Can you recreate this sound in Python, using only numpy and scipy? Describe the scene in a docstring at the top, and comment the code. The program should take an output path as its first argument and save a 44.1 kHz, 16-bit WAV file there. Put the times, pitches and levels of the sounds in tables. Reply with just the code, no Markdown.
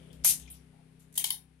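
"""A small workshop, where bolt cutters snap a steel wheel spoke. The fracture gives a hard broadband
crack, and the freed ends chatter and ring in their modes. A loose piece pings; the jaws tick against the
spokes, knock on the rim and clack three times as they open for the next cut. Friction adds creaks and
scuffs, a motor throbs behind a faint hiss, and reflections from the close walls answer every blow."""
import sys
import numpy as np
from scipy import signal
from scipy.fft import rfft, irfft, next_fast_len
from scipy.io import wavfile
from scipy.ndimage import map_coordinates

SR = 44100
rng = np.random.default_rng(int(sys.argv[2]) if len(sys.argv) > 2 else 0)


def put_to_file(sound):
    """Save the sound as 16-bit audio at rate SR, in the file named by the first command-line argument."""
    columns = np.atleast_2d(sound).T  # one column per channel
    safe = np.clip(columns, -1, 1)
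    whole_steps = np.round(safe * 32767)
    wavfile.write(sys.argv[1], SR, whole_steps.astype(np.int16))


N = 70560
STEEL_ALIKE = 0.17  # left-right correlation of the impact noise
TOOL_LEFT_DB, BODY_WET_DB = -1.1, -12  # balance at the jaws; reverberation of thump and jaw ring


def amp(db):
    """Decibels as an amplitude ratio."""
    return 10 ** (np.asarray(db) / 20)


def unit(x):
    """The signal scaled to rms 1."""
    return x / np.sqrt(np.mean(x ** 2) + 1e-20)


def clock():
    """The time of each sample in seconds."""
    return np.arange(N) / SR


def along(points, hz):
    """Interpolation of (Hz, value) points on a logarithmic frequency axis."""
    f, v = np.transpose(points)
    return np.interp(np.log(hz + 1), np.log(f + 1), v)


def curve(rows):
    """Linear interpolation of (seconds, value) points at every sample."""
    return np.interp(clock(), *np.transpose(rows))


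def wobble(rate):
    """Smooth random modulation: a spline through rate knots a second."""
    return map_coordinates(rng.standard_normal(4096), [clock() * rate], mode="mirror")


def filtered(x, response):
    """Linear filtering: the spectrum of x times a frequency response."""
    m = next_fast_len(N + SR // 2)
    return irfft(rfft(x, m) * response(np.fft.rfftfreq(m, 1 / SR)), m)[..., :N]


def lean(left_db):
    """Level difference: the left channel rises by left_db and the right falls as much."""
    return amp([[left_db], [-left_db]])


def noise(spectrum, alike):
    """Partial coherence: two coloured noises mixed to a left-right correlation of alike; rms 1."""
    a, b = filtered(rng.standard_normal((2, N)), lambda hz: amp(along(spectrum, hz)))
    angle = np.arccos(np.clip(alike, -1, 1)) / 2
    mid, side = np.cos(angle) * a, np.sin(angle) * b
    return unit(np.array([mid + side, mid - side]))


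def band(hz, width_hz):
    """Heavy damping: a broad resonance driven by friction or impact; rms 1."""
    x = filtered(rng.standard_normal((2, N)), lambda f: 1 / (1 + (2 * (f - hz) / width_hz) ** 4))
    return unit(x + .08 * x[::-1])  # a little of each side reaches the other


def burst(start, hold, t60, attack=0.0002):
    """Damped excitation: a linear attack and, hold seconds after the start, exponential decay."""
    t = clock() - start
    return np.clip(t / attack, 0, 1) * amp(-60 * np.maximum(t - hold, 0) / t60)


def tone(hz, blur=0):
    """One mode of rms 1, reaching each side with its own delay; blur is phase jitter in radians."""
    t = clock() + 0.00029 * rng.standard_normal((2, 1))
    return np.sqrt(2) * np.sin(2 * np.pi * (hz * t + rng.random()) + blur * wobble(90))


def in_room(x, wet_db):
    """Reverberation: wall reflections build up behind the direct sound and die away band by band."""
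    # Decay of the room. Each row: frequency in Hz, reverberation time in seconds.
    decay = [(300, 0.54), (1000, 0.4), (3000, 0.19), (9000, 0.2), (15000, 0.16)]
    # Colour of the reflections. Each row: frequency in Hz, relative level in dB.
    colour = [(300, -7), (900, -2.5), (3000, 0), (6000, 3.5), (10000, -1.5), (15000, 1)]
    build_s = 0.0076
    hz, t, spectra = signal.stft(rng.standard_normal((2, SR // 2)), SR, nperseg=256)
    fade = amp(along(colour, hz)[:, None] - 60 * t / along(decay, hz)[:, None])
    tail = signal.istft(spectra * fade, SR, nperseg=256)[1]
    tail *= 1 - np.exp(-np.arange(tail.shape[1]) / SR / build_s)
    wet = signal.fftconvolve(x[:1], tail / np.linalg.norm(tail[0]), axes=1)[:, :N]
    return x + amp(wet_db) * lean(1.78) * wet


def motor():
    """Periodic forcing: harmonics of a motor beyond the walls make one throb a turn, over a rumble."""
    # Lines of the hum. 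Each row: multiple of the turning rate, relative level in dB.
    harmonics = [(3, -69), (4, -60.5), (5, -53), (6, -62.5), (8, -59.5), (9, -73), (10, -78), (13, -78),
                 (14, -78)]
    # Envelope of hum and rumble. Each row: time in seconds, level in dB.
    hum_level = [(0.0, -55.5), (0.048, -54), (0.338, -53.5), (0.52, -59), (1.234, -60), (1.6, -65)]
    # Envelope of the lowest line, the second harmonic. Each row: time in seconds, level in dB.
    boom_level = [(0.0, -60.5), (0.098, -68), (0.15, -57), (0.23, -51), (0.27, -75), (0.316, -51.5),
                  (0.356, -74), (0.426, -52), (0.646, -62.5), (0.752, -73), (1.6, -66.5)]
    # Spectrum of the rumble. Each row: frequency in Hz, relative density in dB.
    rumble_spectrum = [(20, -3), (100, -4), (250, -1), (480, -19.5), (700, -21), (1500, -58.5)]
    turn_hz, drift = 32.04, 0.0027
    dispersion_rad = .55  # the walls delay the low lines, so each throb sweeps down
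    turn = 2 * np.pi * np.cumsum(turn_hz * (1 + drift * wobble(4.6))) / SR
    hum = unit(sum(amp(db) * np.cos(k * turn + dispersion_rad * k ** 2 / 2) for k, db in harmonics))
    boom = amp(curve(boom_level)) * unit(np.cos(2 * turn))
    rumble = amp(-11.5) * noise(rumble_spectrum, alike=0.94)
    return boom + amp(curve(hum_level)) * (amp(-0.5) * hum + rumble)


def air():
    """Diffuse background noise: a faint, fading hiss, nearly uncorrelated between left and right."""
    # Spectrum of the hiss. Each row: frequency in Hz, relative density in dB.
    spectrum = [(240, -17), (400, 3), (600, -9), (800, -8), (1100, -12.5), (2300, -11.5), (5650, -22.5),
                (7500, -23.5), (9650, -13), (12000, -23), (13500, -40.5), (15500, -50)]
    # Envelope of the hiss. Each row: time in seconds, level in dB.
    level = [(0, -64), (.2, -66.5), (.55, -66.5), (.7, -69.5), (1.1, -70.5), (1.5, -73)]
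    return amp(curve(level)) * noise(spectrum, alike=0.1)


def creak_and_scuffs():
    """Stick-slip friction: the loaded spoke creaks, and wheel and tool scuff as they shift."""
    # Resonances of the creak. Each row: centre in Hz, width in Hz, level in dB.
    resonances = [(480, 280, -63.5), (3200, 720, -72)]
    # Scuffs. Each row: start in seconds, level in dB, centre in Hz, width in Hz, length in seconds.
    slips = [(0.13, -59.5, 4180, 2820, 0.0033), (0.238, -44, 6500, 7400, .008),
             (0.398, -68, 3270, 1610, 0.16), (0.472, -61, 2290, 520, 0.012),
             (0.467, -65.5, 6000, 2390, 0.027), (0.536, -66, 5570, 2460, 0.04),
             (0.731, -71, 777, 296.4, 0.086), (1.194, -55, 2220, 1020, 0.032),
             (1.198, -57.5, 880, 418, 0.017), (1.204, -56.5, 390, 168, 0.019)]
    creak_rough_db, scuff_rough_db = 5, 4
    creak = sum(amp(db) * unit(amp(creak_rough_db * wobble(170)) * band(hz, width))
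                for hz, width, db in resonances)
    creak *= burst(0, hold=0.14, t60=.5)
    scuffs = sum(amp(db) * burst(start, length, t60=.03, attack=0.0036) * band(hz, width)
                 for start, db, hz, width, length in slips)
    catching = unit(amp(scuff_rough_db * wobble(220)))
    return in_room(creak + catching * scuffs, wet_db=-8.5)


def ticks():
    """Brief contact has a wide spectrum: the jaws touch the spokes in light, bright ticks."""
    # Touches of steel on steel. Each row: start in seconds, level in dB, length in seconds.
    touches = [(0.129, -56.5, 0.0031), (0.3975, -43.5, 0.0019), (0.994, -64, 0.018), (1.1256, -58, 0.0043),
               (1.1407, -53.5, 0.0041), (1.1536, -44.5, 0.014)]
    # Spectrum of a tick. Each row: frequency in Hz, relative density in dB.
    spectrum = [(1500, -22.5), (3200, -13.5), (4900, -17), (7000, -8), (9800, -2), (12000, -4.5),
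                (13500, -18.5), (15500, -24)]
    envelope = sum(amp(db) * burst(start, length, t60=0.013, attack=.12 * length)
                   for start, db, length in touches)
    return lean(TOOL_LEFT_DB) * in_room(envelope * noise(spectrum, STEEL_ALIKE), wet_db=0)


def snap():
    """Fracture releases stored strain: the spoke cracks, its ends chatter on the jaws and ring."""
    # Spectrum of the crack. Each row: frequency in Hz, relative density in dB.
    crack_spectrum = [(200, -40), (400, -24), (620, -13.5), (1500, -13), (2400, -9), (4000, -19.5),
                      (6000, -1), (7500, -8), (10000, 0), (12800, -1.5), (14000, -10.5), (15800, -14)]
    # Spectrum of the shivering ends. Each row: frequency in Hz, relative density in dB.
    shiver_spectrum = [(500, -31), (850, -17.5), (1100, -28.5), (2400, -13.5), (5000, -8.5), (7500, -2.5),
                       (10000, 3), (12300, -5.5), (14200, -7.5), (15600, -26.5)]
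    # Resonances of the cut spoke. Each row: centre in Hz, width in Hz, relative level in dB.
    resonances = [(6180, 500, -11), (9260, 610, -1), (11300, 440, -0.5), (12680, 320, -0.5)]
    start = .2458
    crack = amp(-24) * burst(start, hold=0.0082, t60=0.054) * noise(crack_spectrum, STEEL_ALIKE)
    # The rim jumps, freed of the spoke's pull.
    thump = amp(-42) * burst(start, hold=0, t60=0.026) * tone(hz=627.5)
    chatter = unit(amp(wobble(700)) * noise(shiver_spectrum, STEEL_ALIKE))
    shiver = amp(-25.5) * burst(start, hold=0.062, t60=0.17) * chatter
    modes = unit(sum(amp(db) * band(hz, width) for hz, width, db in resonances))
    ring = amp(-24.5) * burst(start, hold=.054, t60=.16) * modes
    steel = lean(-1.2) * crack + lean(.5) * (shiver + ring)
    return in_room(steel, wet_db=-13.5) + in_room(thump, BODY_WET_DB)


def ping():
    """Free vibration: a loose piece rings in high, inharmonic modes and sizzles as it settles."""
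    # Modes of the piece. Each row: frequency in Hz, relative level in dB, 60 dB decay time in seconds.
    modes = [(7660, -4, .07), (9490, -6, .12), (9598, 3, .12), (11810, -3, .13), (12330, -6, .07),
             (13730, -11, .1), (14520, -12, .05), (14880, -8, .08)]
    start = 0.501
    ring = amp(-54) * sum(amp(db) * burst(start, hold=0.017, t60=t60) * tone(hz, blur=.65)
                          for hz, db, t60 in modes)
    sizzle = amp(-54.5) * burst(start, hold=.03, t60=0.013) * band(hz=10386, width_hz=2200)
    return lean(TOOL_LEFT_DB) * (in_room(sizzle, wet_db=0) + in_room(ring, wet_db=-6))


def clacks():
    """Impact excitation: a few milliseconds of hard contact set two modes of the jaws ringing."""
    # Clacks of the jaws. Each row: start in seconds, level in dB, swell in seconds, lower mode in Hz,
    # relative levels of the lower and upper modes in dB, tilt of the contact noise in dB per octave.
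    impacts = [(1.1757, -21.5, 0.0055, 3113, -14.5, -35, 2.5),
               (1.241, -22.5, 0.0045, 3170, -9, -12.5, -1.5), (1.3038, -24, 0.0034, 3024, -7.5, -13, 1)]
    # Spectrum of the contact before tilting. Each row: frequency in Hz, relative density in dB.
    spectrum = [(290, -45), (550, -31.5), (1400, -19.5), (2520, -13), (3400, 0), (5270, -13), (6740, -5),
                (7450, -7), (10000, 6), (13700, -2.5), (15800, -9.5)]
    pivot_hz, upper_ratio = 9000, 1.45
    out = np.zeros((2, N))
    for start, db, swell, jaw_hz, lower_db, upper_db, tilt_db in impacts:
        colour = [(hz, level + tilt_db * np.log2(hz / pivot_hz)) for hz, level in spectrum]
        contact = burst(start, swell, t60=0.014, attack=0.0013) * noise(colour, STEEL_ALIKE)
        lower = amp(lower_db) * tone(jaw_hz, blur=0.7)
        upper = amp(upper_db) * band(upper_ratio * jaw_hz, width_hz=1000)
        ring = burst(start, swell, t60=0.024, attack=swell) * (lower + upper)
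        out += amp(db) * (in_room(contact, wet_db=-2) + in_room(ring, BODY_WET_DB))
    return lean(TOOL_LEFT_DB) * out


def knocks():
    """Damped oscillation: the cutter head knocks on the rim; the hardest blow leaves a faint ring."""
    # Knocks on the rim. Each row: start in seconds, level in dB, frequency in Hz.
    blows = [(1.176, -49, 850), (1.241, -36.5, 860), (1.249, -40, 2250), (1.305, -48, 1040),
             (1.308, -45, 2080), (1.337, -54, 900)]
    swell_s = .0035
    hits = sum(amp(db) * burst(start, swell_s, t60=.024, attack=swell_s) * tone(hz, blur=0.5)
               for start, db, hz in blows)
    hardest_s = max(blows, key=lambda row: row[1])[0]
    return in_room(hits, wet_db=-16) + amp(-73) * burst(hardest_s, hold=0, t60=1.0) * tone(hz=770)


def scene():
    """Superposition: the sounds of cutters and wheel add to the workshop's background."""
    work = snap() + clacks() + knocks() + ticks() + ping() + creak_and_scuffs()
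    return work + lean(0.5) * (motor() + air())


def record(dry):
    """Frequency response of two sound ports: the left is more open, and both are band-limited."""
    # Imbalance of the ports. Each row: frequency in Hz, dB added on the left and taken from the right.
    imbalance = [(60, 2.5), (250, 3), (600, 2), (2500, 5), (5000, 5), (9000, 3), (13000, 1)]
    cutoff_hz, edge_hz = 16000, 400
    ports = filtered(dry, lambda hz: amp(np.outer([1, -1], along(imbalance, hz))))
    return filtered(ports, lambda hz: np.clip((cutoff_hz - hz) / edge_hz + .5, 0, 1))


dry = scene()
out = record(dry)
put_to_file(out)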